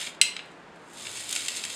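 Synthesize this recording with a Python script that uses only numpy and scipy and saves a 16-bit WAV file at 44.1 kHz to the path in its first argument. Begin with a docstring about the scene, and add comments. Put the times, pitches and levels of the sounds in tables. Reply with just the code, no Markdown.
"""A short rasp dies away in a small room: one stroke of a steel rotary grater. Its metal parts snap
together with a bright click, and after a pause the crank turns again. The teeth tear through the food
in tiny crackles while the loose drum knocks in its housing, both coloured by the ringing steel.
A soft rumble comes in with the turning, and faint room noise lies under it all."""
import sys
import numpy as np
from scipy import signal
from scipy.fft import rfft, irfft
from scipy.io import wavfile

SR = 44100
rng = np.random.default_rng(int(sys.argv[2]) if len(sys.argv) > 2 else 0)


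def generate_wav(signal):
    """Clip the signal to [-1, 1] and save it as 16-bit WAV at the path in sys.argv[1]."""
    frames = np.transpose(np.atleast_2d(signal))
    scaled = np.clip(frames, -1, 1) * 32767
    pcm = np.round(scaled).astype(np.int16)
    wavfile.write(sys.argv[1], SR, pcm)


N = 77175
SNAP_S = .2141  # the click, which also ends the first stroke

# how hard the teeth press on the food: time_s, level_db
TOOTH_PRESSURE = [(0, -34.5), (.03, -36), (.075, -39), (.1, -47.5), (.17, -102), (.22, -65.5), (.72, -78),
                  (.77, -70.5), (.83, -67.5), (.92, -56.5), (.99, -43.5), (1.06, -42), (1.13, -42.5),
                  (1.17, -36.5), (1.25, -41.5), (1.29, -40.5), (1.32, -36), (1.38, -35.5), (1.43, -36.5),
                  (1.51, -41), (1.54, -37), (1.57, -35.5), (1.62, -40.5), (1.69, -41), (1.75, -36.5)]
CATCHES_PER_S, CATCH_SPREAD_DB, CATCH_T60_S, SHEAR_DB = 1100, 3, .014, -1.5
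FIRST_TILT_DB, TILT_PER_DB, FULL_PRESSURE_DB = -3.5, .158, -30.5


def rasp():
    """Teeth catch and tear in a dense train of tiny crackles over the hiss of shearing food."""
    t = since(0)
    catches = rng.random(N) < CATCHES_PER_S / SR
    strength = amp(CATCH_SPREAD_DB * np.clip(rng.standard_normal(N), -2, 2))
    energy = convolve((catches * strength) ** 2, fade(t, CATCH_T60_S) ** 2)
    crackle = unit(np.sqrt(np.abs(energy))) * rng.standard_normal(N)
    hiss = amp(SHEAR_DB) * rng.standard_normal(N)
    low, high = split(housing(crackle + hiss))
    pressure_db = np.interp(t, *np.array(TOOTH_PRESSURE).T)
    # the first stroke is dull; after it, lighter pressure sounds brighter
    tilt_db = np.where(t < SNAP_S, FIRST_TILT_DB, TILT_PER_DB * (FULL_PRESSURE_DB - pressure_db))
    return amp(pressure_db) * (low * amp(-tilt_db / 2) + high * amp(tilt_db / 2))


# hits of the drum on its housing: start_s, level_db, t60_s, slope_db_per_octave
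KNOCK_HITS = [(0.0125, -32, 0.018, -3), (0.0704, -35, 0.037, -12), (0.1457, -48, 0.031, -3),
              (0.365, -30, 0.017, -11), (0.391, -41, .032, -18), (.4575, -60, .019, 5),
              (0.516, -56, .024, -2), (.7575, -61, .031, 3), (0.8996, -53, 0.017, 1), (0.933, -48, .019, 6),
              (1.0522, -40, 0.028, -9), (1.0677, -29.5, 0.019, -6), (1.1136, -36, .019, -2),
              (1.2075, -36, 0.018, 3), (1.2915, -31, 0.013, 3.5), (1.31, -31, 0.015, 6),
              (1.3259, -21, 0.024, 0.8), (1.3517, -27.5, .017, 1.5), (1.3606, -19, 0.021, -3.5),
              (1.4068, -33.5, 0.025, -1.5), (1.459, -31.5, .019, -1), (1.4827, -20.5, 0.024, -0.8),
              (1.503, -32, 0.023, -3), (1.518, -32, .028, -1.2), (1.5624, -31.5, 0.048, 0),
              (1.5688, -32, 0.035, 1), (1.6375, -25, 0.032, -3.8), (1.6505, -27.5, 0.015, -1.2),
              (1.7, -31.5, 0.035, -2.5)]
KNOCK_ATTACK_S, KNOCK_HOLD_S = .0008, .0024
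LOW_CUT_HZ, SLOPE_FROM_HZ, SLOPE_PIVOT_HZ = 1400, 2100, 4490


def knocks():
    """The loose drum chatters against the housing in short bursts, each with its own brightness."""
    hz = np.fft.rfftfreq(N, 1 / SR)
    spectrum = rfft(housing(rng.standard_normal(N))) * hz ** 2 / (hz ** 2 + LOW_CUT_HZ ** 2)
    octaves = np.log2(np.maximum(hz, SLOPE_FROM_HZ) / SLOPE_PIVOT_HZ)
    hits = np.zeros(N)
    for start, level_db, t60, slope_db in KNOCK_HITS:
        envelope = np.minimum(since(start) / KNOCK_ATTACK_S, 1) * fade(since(start + KNOCK_HOLD_S), t60)
        hits += envelope * irfft(spectrum * amp(level_db + slope_db * octaves), N)
    return hits


# ringing peaks of drum and housing: pitch_hz, width_hz, gain_db
BODY_RESONANCES = [(1925, 49, 2), (2250, 170, -6), (2700, 80, -3.5), (3245, 100, -4.5), (3585, 120, -2.5),
                   (3890, 68, -8.5), (6780, 60, -5), (7400, 83, -11)]
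# broad tone of the housing: frequency_hz, gain_db
HOUSING_EQ = [(40, -41), (200, -19), (1100, -17.5), (1420, -7.5), (1700, -8), (2300, -2.5), (2930, -2),
              (3600, 0), (4400, -1.5), (5400, -2.5), (5730, -19.5), (6000, -2.5), (6600, -0.5),
              (6900, -6.5), (7100, 1.5), (8000, -0.5), (8950, -2), (9600, -6), (11000, -13.5),
              (13000, -20.5), (15500, -34)]


def housing(x):
    """The steel drum and its housing colour whatever excites them; the result has rms 1."""
    ringing = sum(amp(db) * signal.lfilter(*signal.iirpeak(hz, hz / width, fs=SR), x)
                  for hz, width, db in BODY_RESONANCES)
    return unit(colour(x + ringing, HOUSING_EQ))


# partials of the struck steel: pitch_hz, relative_level_db
STEEL_MODES = [(1490, -13.5), (1710, -24), (2110, -3), (2395, -10), (2513, -10.5), (2605, -2.5),
               (2700, -6.5), (2787, -5.5), (2878, 1), (2985, -11.5), (3170, 0.5), (4045, 1.5), (4140, -1.5),
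               (4845, -6.5), (5001, -18), (5372, -5), (6620, -5.5), (7838, 2), (7925, -3), (8220, -3.5),
               (8588, -7.5), (9228, -8.5), (9490, -7.5)]
# tone of the bright crack: frequency_hz, gain_db
CRACK_EQ = [(150, -41.5), (900, -25.5), (1600, -8), (2500, 0), (3200, -2), (3500, -6.5), (4150, -2.5),
            (4450, -6), (5100, 4), (5900, -2.5), (6900, -9), (8100, 1), (9450, -2.5), (9800, -13),
            (10800, -14), (12500, -12), (13200, -21.5), (15500, -26.5)]
DAMPED_DB, RING_DB, CRACK_DB, THUMP_DB = -13.5, -51, -11, -56.5
SNAP_ATTACK_S, THUMP_HZ = .00047, 55


def snap():
    """Steel hits steel: a crack, a slight thump and modes the hand damps quickly, leaving a faint ring."""
    t = since(SNAP_S)
    modes = sum(amp(db) * np.sin(2 * np.pi * (hz * t + rng.random())) for hz, db in STEEL_MODES)
    ring = modes * (amp(DAMPED_DB) * fade(t, t60=.034) + amp(RING_DB) * fade(t, t60=.6))
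    crack = amp(CRACK_DB) * unit(colour(rng.standard_normal(N), CRACK_EQ)) * fade(t, t60=.032)
    thump = amp(THUMP_DB) * np.sin(2 * np.pi * THUMP_HZ * t) * fade(t, t60=.03)
    return (ring + crack + thump) * np.minimum(t / SNAP_ATTACK_S, 1)


TURN_START_S, TURN_RISE_S = .9, .12
RUMBLE_HZ, RUMBLE_WIDTH_HZ, RUMBLE_DB = 108.5, 63, -59.5


def rumble():
    """The turning drum rumbles softly, most as it gets going."""
    t = since(TURN_START_S)
    band = signal.iirpeak(RUMBLE_HZ, RUMBLE_HZ / RUMBLE_WIDTH_HZ, fs=SR)
    low = signal.lfilter(*band, signal.lfilter(*band, rng.standard_normal(N)))
    return amp(RUMBLE_DB) * unit(low) * np.minimum(t / TURN_RISE_S, 1) * fade(t, t60=5.4)


PREDELAY_S, SNAP_SEND_DB, GRATING_SEND_DB = .0037, -7.5, -8


def reverb(x):
    """Diffuse reflections of a small room; the treble dies first."""
    t = since(PREDELAY_S)
    low, high = split(rng.standard_normal(N))
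    tail = (low * fade(t, t60=.48) + high * fade(t, t60=.27)) * (t > 0)
    return convolve(x, tail / np.sqrt(np.sum(tail ** 2)))


# dark bed of room noise: frequency_hz, gain_db
ROOM_TONE_EQ = [(15, -45), (25, -24.5), (135, -13.5), (167, -8.5), (301, -5.5), (573, -7.5), (811, -8.5),
                (978, -7.5), (1060, -9.5), (1310, -10), (1580, -10.5), (4500, -27.5), (5570, -32.5),
                (7280, -35), (15000, -63.5)]
ROOM_TONE_DB, HUM_HZ, HUM_DB = -49, 170, -63.5


def room_tone():
    """Steady room noise, and a faint hum that fades when the cranking resumes."""
    hum = unit(np.sin(2 * np.pi * HUM_HZ * since(0))) * fade(since(TURN_START_S), t60=.8)
    bed = unit(colour(rng.standard_normal(N), ROOM_TONE_EQ))
    return amp(ROOM_TONE_DB) * bed + amp(HUM_DB) * hum


def amp(db):
    """Decibels to gain."""
    return 10 ** (np.asarray(db) / 20)


def unit(x):
    """Scale to rms 1."""
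    return x / np.sqrt(np.mean(x ** 2))


def since(start):
    """Seconds since a moment, zero before it."""
    return np.maximum(np.arange(N) / SR - start, 0)


def fade(t, t60):
    """Exponential decay, 60 dB down after t60 seconds."""
    return np.exp(-np.log(1000) * t / t60)


def convolve(x, response):
    """Play a sound through an impulse response."""
    return signal.fftconvolve(x, response)[:N]


def colour(x, points):
    """Minimum-phase EQ through (frequency_hz, gain_db) points."""
    hz, db = np.array(points).T
    bins_hz = np.maximum(np.fft.rfftfreq(N + N % 2, 1 / SR), 1)
    gain = amp(np.interp(np.log(bins_hz), np.log(hz), db))
    cepstrum = irfft(np.log(gain))
    cepstrum[1:N // 2] *= 2
    cepstrum[N // 2 + 1:] = 0
    return convolve(x, irfft(np.exp(rfft(cepstrum))))


def split(x, hz=4300):
    """The parts below and above a crossover frequency."""
    low = signal.sosfiltfilt(signal.butter(2, hz, fs=SR, output="sos"), x)
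    return low, x - low


def scene():
    """The grater, its reflections and the room tone, in mono."""
    click = snap()
    grating = rasp() + knocks() + rumble()
    reflections = reverb(amp(SNAP_SEND_DB) * click + amp(GRATING_SEND_DB) * grating)
    return (click + grating + reflections + room_tone())[None]


def record(dry):
    """Clip at full scale, then cut the top steeply above 15.8 kHz."""
    high_cut = signal.ellip(10, .1, 80, 15800, fs=SR, output="sos")
    return signal.sosfilt(high_cut, np.clip(dry, -1, 1))


dry = scene()
out = record(dry)
generate_wav(out)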